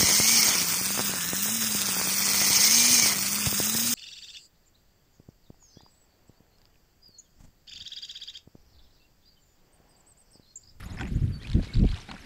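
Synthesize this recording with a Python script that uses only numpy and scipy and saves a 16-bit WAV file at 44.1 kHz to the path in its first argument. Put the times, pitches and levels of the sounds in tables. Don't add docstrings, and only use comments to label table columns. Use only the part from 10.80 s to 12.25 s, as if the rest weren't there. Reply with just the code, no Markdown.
import sys
import numpy as np
from scipy import signal
from scipy.fft import rfft, irfft
from scipy.io import wavfile
from scipy.ndimage import uniform_filter1d, map_coordinates

SR = 44100
rng = np.random.default_rng(int(sys.argv[2]) if len(sys.argv) > 2 else 0)


def invert_db(x):
    u = np.asarray(x, float) / 20
    return 10 ** u


def persist_wave(psi):
    counts = np.round(np.clip(psi, -1, 1) * 32767).astype(np.int16)
    wavfile.write(sys.argv[1], SR, np.atleast_2d(counts).T)


N = 63945

# frequency in Hz, level in dB per Hz.
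AIR_COLOUR = [(150, -4.5), (250, 5.5), (313, 0), (897, -16), (1530, -10.5), (5040, -23), (11300, -28),
              (13500, -38.5), (15700, -39)]

# time in seconds, strength in dB, air speed in octaves.
GUSTS = [(0, -35, -0.55), (.185, -43, -0.47), (.235, -32.5, 1.03), (.29, -35, -0.22), (.32, -26.5, 0.48),
         (.44, -26.5, -0.12), (.495, -29.5, 0.21), (.63, -42, -0.23), (.72, -32, -0.23),
         (.755, -12.5, 0.23), (.79, -24.5, 0.55), (.82, -31, -0.24), (.915, -48.5, 0.35),
         (.98, -18, -0.076), (1.05, -20, 1.078), (1.065, -21.5, -0.38), (1.14, -34, -0.42),
         (1.23, -53.5, -0.21)]
# time in seconds, half width in seconds, change in dB.
PUFFS = [(.06, 0.018, -2), (.112, 0.01, 5.5), (0.269, 0.012, -11), (.345, .008, -6), (0.369, 0.0081, 4),
         (0.407, 0.011, -16.5), (0.449, 0.02, 4.5), (.53, 0.015, -2.5), (.595, .012, 1.5),
         (.65, .015, -2.5), (0.701, 0.013, 5.5), (0.737, 0.0071, -11), (.855, 0.017, -7), (.955, .012, 0.5),
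         (1.066, 0.0092, -2.5), (1.106, 0.029, 3.5), (1.195, 0.0076, 4.5), (1.33, 0.024, 7.5),
         (1.4, .02, 2)]
# frequency in Hz, level in dB per Hz.
EDDY_COLOUR = [(8, -41), (28, 5), (60, -0.5), (140, -2.5), (260, -16.5), (400, -34.5), (600, -48)]

# time in seconds, level in dB.
INSECT_LEVEL = [
    (0, -70.5),
    (.3, -68),
    (.55, -72.5),
    (.8, -78),
    (1.45, -77),
]
# start in seconds, length in seconds, level in dB.
NEAR_CHIRPS = [
    (0, .014, -57.5),
    (.028, .036, -59.5),
]
# frequency in Hz, level in dB per Hz.
WING_COLOUR = [(8500, -21), (10200, -5.5), (11300, -5), (13200, -12), (14500, -44)]

# start in seconds, level in dB, level of the rising part in dB.
TRILL = [(.029, -56, -60), (.1, -54.5, -58), (.175, -54, -57), (.245, -59, -61), (.321, -60, -62),
         (.396, -61, -68)]
# time in seconds, pitch in Hz.
TRILL_FALL = [(0, 5450), (.008, 5100), (.015, 4450)]
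# time in seconds, pitch in Hz.
TRILL_RISE = [(.016, 4900), (.021, 6000), (.025, 6700), (.036, 6900), (.042, 7300), (.048, 8000),
              (.051, 8100)]
# start in seconds, length in seconds, first Hz, last Hz, level in dB.
WHISTLES = [(.613, .012, 1900, 1950, -53), (.97, .01, 3900, 3800, -48), (.093, .028, 4300, 3050, -55),
            (.596, .022, 3100, 3800, -54), (.642, .016, 2300, 2750, -45), (.733, .014, 6000, 6700, -59),
            (.884, .038, 2250, 2200, -50), (.9, .14, 7580, 7400, -67), (.933, .012, 3700, 5150, -40),
            (.9425, .006, 5050, 3600, -41), (1.014, .016, 6100, 4500, -58), (1.066, .028, 7100, 7050, -66),
            (1.074, .052, 3750, 5150, -49), (1.142, .009, 5300, 4600, -52), (1.198, .028, 6350, 4500, -51),
            (1.27, .058, 3700, 5200, -51), (1.343, .01, 5900, 4000, -54), (1.397, .027, 6400, 4700, -56)]
# time in seconds, pitch in Hz, level in dB.
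LONG_NOTE = [(.517, 4800, -66), (.528, 4620, -58), (.538, 4520, -52), (.558, 4530, -51), (.58, 4510, -61),
             (.59, 4440, -74)]

# start in seconds, peak in dB, brightest frequency in Hz.
KNOCKS = [
    (.1972, -31, 1590),
    (.2092, -24, 1560),
    (1.289, -32.5, 795),
]
# frequency in Hz, level in dB, time to die by 60 dB in seconds.
SOLE_RING = [(776, -5, 0.068), (1195, -7, .015), (1520, .5, 0.028), (1940, 0.5, 0.013), (2410, 1, 0.013),
             (3330, -0.5, 0.016), (5300, -1.5, 0.018)]
# start in seconds, length in seconds, level in dB.
SCUFFS = [
    (0.173, 0.12, -42.5),
    (1.28, 0.09, -44),
    (0.015, 0.18, -48.5),
]
# frequency in Hz, level in dB per Hz.
DRAG_COLOUR = [(70, -21), (180, 19), (400, -7.5), (780, 3), (1150, -4.5), (2200, -7.5), (5000, -44),
               (8000, -54)]

# start in seconds, peak in dB,
# pitch in Hz.
TICKS = [(.0044, -33, 1650), (0.0279, -37.5, 1360), (.034, -37, 1520), (0.1417, -40, 2090),
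         (.169, -43, 5370), (0.1724, -34, 1770), (0.178, -39, 1560), (0.1877, -28.5, 2120),
         (0.2031, -36, 1580), (0.21, -37.5, 5300), (0.212, -33.5, 3000), (0.226, -46, 6440),
         (0.2316, -26, 2260), (0.2422, -39, 1950), (0.2533, -28.5, 2280), (0.2633, -36, 2070),
         (0.272, -40, 1710), (0.275, -44, 3500), (0.2784, -35, 2410), (0.4327, -40, 2190),
         (.4774, -40.5, 3270), (.624, -37.5, 3520), (0.631, -34.5, 3700), (.6707, -31, 2850),
         (.672, -46, 7800), (0.6813, -38, 4240), (0.692, -39, 3360), (0.6986, -30.5, 3660),
         (.7, -42.5, 8300), (0.7147, -29.5, 4160), (.716, -35.5, 1940), (0.7172, -44, 8500),
         (0.7305, -28.5, 4000), (0.7344, -34, 3640), (.7979, -39.5, 2100), (0.817, -40.5, 3820),
         (0.8243, -35.5, 3650), (.826, -44.5, 7940), (.829, -37, 4150), (0.833, -37, 3820),
         (0.8456, -34, 4130), (0.872, -46, 4000), (.919, -48, 3700), (.928, -40, 1660), (.9464, -36, 2400),
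         (.953, -31, 3960), (0.968, -34, 3830), (.993, -36, 4230), (1.0379, -37, 3200),
         (1.051, -38.5, 4650), (1.066, -35, 3530), (1.074, -34, 2940), (1.089, -32.5, 3784),
         (1.1142, -31, 3500), (1.116, -34, 2190), (1.1435, -33, 3720), (1.158, -33.5, 2501),
         (1.175, -30, 3358), (1.202, -34.5, 4200), (1.225, -41, 2600),
         (1.289, -40, 2400), (1.297, -36, 1800), (1.313, -26, 3250), (1.313, -31, 1200),
          (1.3135, -41, 5600), (1.3155, -33, 2700), (1.317, -33, 1600), (1.349, -38, 2240),
          (1.358, -36, 1900), (1.364, -34, 1600), (1.387, -38, 2050), (1.424, -40, 2200)]
# start in seconds, peak in dB, pitch in Hz.
BUMPS = [(.212, -43, 760), (.615, -44.5, 327), (.794, -35, 547), (.83, -43, 480), (.87, -40.5, 451.1),
         (1.034, -40, 600), (1.044, -32, 607), (1.288, -46.5, 320), (1.31, -42, 337)]

# time in seconds, load in dB.
WHEEL_LOAD = [(0, -52), (.1, -59), (.3, -57.5), (.52, -64), (.59, -81), (.625, -50.5), (.735, -52.5),
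              (.755, -53.5), (.81, -54.5), (.83, -46), (.92, -50.5), (.95, -50), (1, -51.5), (1.02, -58),
              (1.08, -50), (1.18, -47.5), (1.25, -53.5), (1.45, -53.5)]
# frequency in Hz, level in dB per Hz.
TYRE_COLOUR = [(410, -77), (700, 2.5), (1370, -2), (2160, 0.5), (2990, -1.5), (4070, -1.5), (5860, -10),
               (8420, -13.5), (15700, -46)]


def unit(x):
    return x / np.sqrt(np.mean(x ** 2) + 1e-20)


def curves(rows):
    s, *cols = np.transpose(rows)
    return [np.interp(np.arange(N) / SR, s, c) for c in cols]


def wobble(rate):
    return map_coordinates(rng.standard_normal(N // 50), [np.arange(N) * rate / SR])


def rush(spectrum, patchy_db):
    z = signal.stft(rng.standard_normal(N + 8192), nperseg=256)[2]
    field = uniform_filter1d(rng.standard_normal(z.shape), size=5, axis=0)
    field = uniform_filter1d(field, size=5, axis=1)
    x = signal.istft(z * invert_db(patchy_db * unit(field)), nperseg=256)[1]
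    f, db = np.transpose(spectrum)
    hz = np.fft.rfftfreq(len(x), 1 / SR)
    colour = invert_db(np.interp(np.log(hz + 1), np.log(f + 1), db, -120, -120))
    return unit(irfft(rfft(x) * colour, len(x))[:N])


def add(out, s, sound):
    part = out[max(round(s * SR), 0):][:len(sound)]
    part += sound[:len(part)]


def swells(rows):
    out = np.zeros(N)
    for s, length, db in rows:
        add(out, s, invert_db(db) * np.hanning(round(length * SR)) ** 0.25)
    return out


def whistle(points, late=1, soft=0.72):
    s, hz = np.transpose(points)
    t = np.arange(s[0], s[-1], 1 / SR)
    swell = np.abs(np.sin(np.pi * np.linspace(0, 1, len(t)) ** late)) ** soft
    return np.sqrt(2) * swell * np.sin(2 * np.pi * np.cumsum(np.interp(t, s, hz)) / SR)


def still_air():
    return invert_db(-53.5) * rush(AIR_COLOUR, patchy_db=3.0)


def wind():
    trim_db, eddy_rate, eddy_db = 0.5, 35, 2.5
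    membrane_top = 0.38
    gust_db, speed = curves(GUSTS)
    t = np.arange(N) / SR
    for s, width, db in PUFFS:
        gust_db = gust_db + db * np.exp(-((t - s) / width) ** 2)
    frozen = rush([(4 * hz, db) for hz, db in EDDY_COLOUR], patchy_db=0)
    place = np.cumsum(2 ** np.clip(speed, -2, 2)) / 4
    gain = invert_db(gust_db + trim_db + eddy_db * wobble(eddy_rate))
    push = gain * map_coordinates(frozen, [place])
    return membrane_top * np.tanh(push / membrane_top)


def insect():
    pulses_per_s, first_s, sharpness = 23.2, .024, 2
    level_db, = curves(INSECT_LEVEL)
    t = np.arange(N) / SR
    beat = np.abs(np.cos(np.pi * pulses_per_s * (t - first_s))) ** sharpness
    return (invert_db(level_db) * beat + swells(NEAR_CHIRPS)) * rush(WING_COLOUR, patchy_db=1.5)


def long_whistle():
    note_hz, note_db = curves([(0, 4800, -120)] + LONG_NOTE + [(.6, 4440, -120)])
    start_s = LONG_NOTE[0][0]
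    inside, = curves([(start_s - .002, 0), (start_s, 1)])
    return np.sqrt(2) * inside * invert_db(note_db) * np.sin(2 * np.pi * np.cumsum(note_hz) / SR)


def birds():
    trim_db, echo_db, echo_t60_s = -0.5, -12, .15
    calls, u = np.zeros(N), np.linspace(0, 1, 12)
    for s, fall_db, rise_db in TRILL:
        add(calls, s, invert_db(fall_db) * whistle(TRILL_FALL))
        add(calls, s + TRILL_RISE[0][0], invert_db(rise_db) * whistle(TRILL_RISE, soft=.3))
    for s, length, first, last, db in WHISTLES:
        settles = 0 <= first - last < 400
        bend, late = (.3, .8) if settles else (1.9, 1.25)
        points = np.transpose([u * length, first + (last - first) * u ** bend])
        add(calls, s, invert_db(db + trim_db) * whistle(points, late))
    song = long_whistle() + calls * invert_db(1.8 * wobble(150))
    t = np.arange(SR // 5) / SR
    tail = rng.standard_normal(len(t)) * invert_db(-60 * t / echo_t60_s)
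    echo = signal.fftconvolve(song, tail / np.linalg.norm(tail))[:N]
    return song + invert_db(echo_db) * echo


def steps():
    crack_share, crack_t60_s = 1.1, 0.049
    focus_db = 6
    out, t = np.zeros(N), np.arange(SR // 10) / SR
    grit = rush(DRAG_COLOUR, patchy_db=0) + .35 * rush(TYRE_COLOUR, patchy_db=0)
    for s, db, bright_hz in KNOCKS:
        ring = np.zeros(len(t))
        for hz, mode_db, t60 in SOLE_RING:
            mode_db = mode_db - focus_db * abs(np.log2(hz / bright_hz))
            ring += invert_db(mode_db - 60 * t / t60) * np.sin(2 * np.pi * hz * t)
        crack = crack_share * grit[round(s * SR):][:len(t)] * invert_db(-9 - 60 * t / crack_t60_s)
        add(out, s, invert_db(db) * (1 - np.exp(-t / .0007)) * (ring + crack))
    drag = swells(SCUFFS) * invert_db(2.5 * wobble(120)) * rush(DRAG_COLOUR, patchy_db=1.2)
    return out + drag


def ticks():
    ring_share, ring_t60_s = .45, .013
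    crack_share, crack_t60_s = .5, .012
    pitch_spread, smear_s = .14, .0014
    out, t, grit = np.zeros(N), np.arange(SR // 40) / SR, rush(TYRE_COLOUR, patchy_db=1)
    for s, db, hz in TICKS + BUMPS:
        scatter = pitch_spread * np.linspace(-1, 1, 4) + .05 * rng.standard_normal(4)
        pitch = hz * np.exp(scatter)[:, None]
        age = np.maximum(t - smear_s * rng.random((4, 1)), 0)
        fade = (1 - np.exp(-age / .0003)) * invert_db(-60 * age / ring_t60_s * np.sqrt(hz / 2500))
        ring = ring_share * (fade * np.sin(2 * np.pi * pitch * age)).sum(0)
        puff = (1 - np.exp(-t / .0005)) ** 2 * invert_db(-60 * t / crack_t60_s)
        crack = crack_share * min(hz / 4000, 1) ** 2 * puff * grit[round(s * SR):][:len(t)]
        add(out, s, invert_db(db) * (ring + crack))
    return out


def grit_grains():
    middle_hz, spread, cycles, scatter_db = 3100, .36, 7, 3
    when, size = rng.random((700, 2)).T
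    hz = middle_hz * np.exp(spread * rng.standard_normal(len(when)))[:, None]
    k = np.arange(256)
    loudness = invert_db(-scatter_db * np.log(size + .025))[:, None]
    fade = (1 - np.exp(-k / 6)) * np.exp(-2 * k / SR * hz / cycles)
    grains = loudness * fade * np.sin(2 * np.pi * hz * k / SR)
    places = (when * N).astype(int)[:, None] + k
    return unit(np.bincount(places.ravel(), grains.ravel())[:N])


def wheels():
    hiss_db, grit_db = -4, -6
    crackle_rate, crackle_db = 150, 2.5
    load_db, = curves(WHEEL_LOAD)
    crackle = invert_db(crackle_db * wobble(crackle_rate) + 1.2 * wobble(45))
    hiss = unit(crackle * rush(TYRE_COLOUR, patchy_db=1.5))
    return invert_db(load_db) * (invert_db(grit_db) * grit_grains() + invert_db(hiss_db) * hiss)


def scene():
    return (still_air() + wind() + insect() + birds() + steps() + ticks() + wheels())[None]


def top_cut(x):
    return signal.sosfilt(signal.butter(12, 15620, fs=SR, output="sos"), x)


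def record(dry):
    return top_cut(dry)


dry = scene()
out = record(dry)
persist_wave(out)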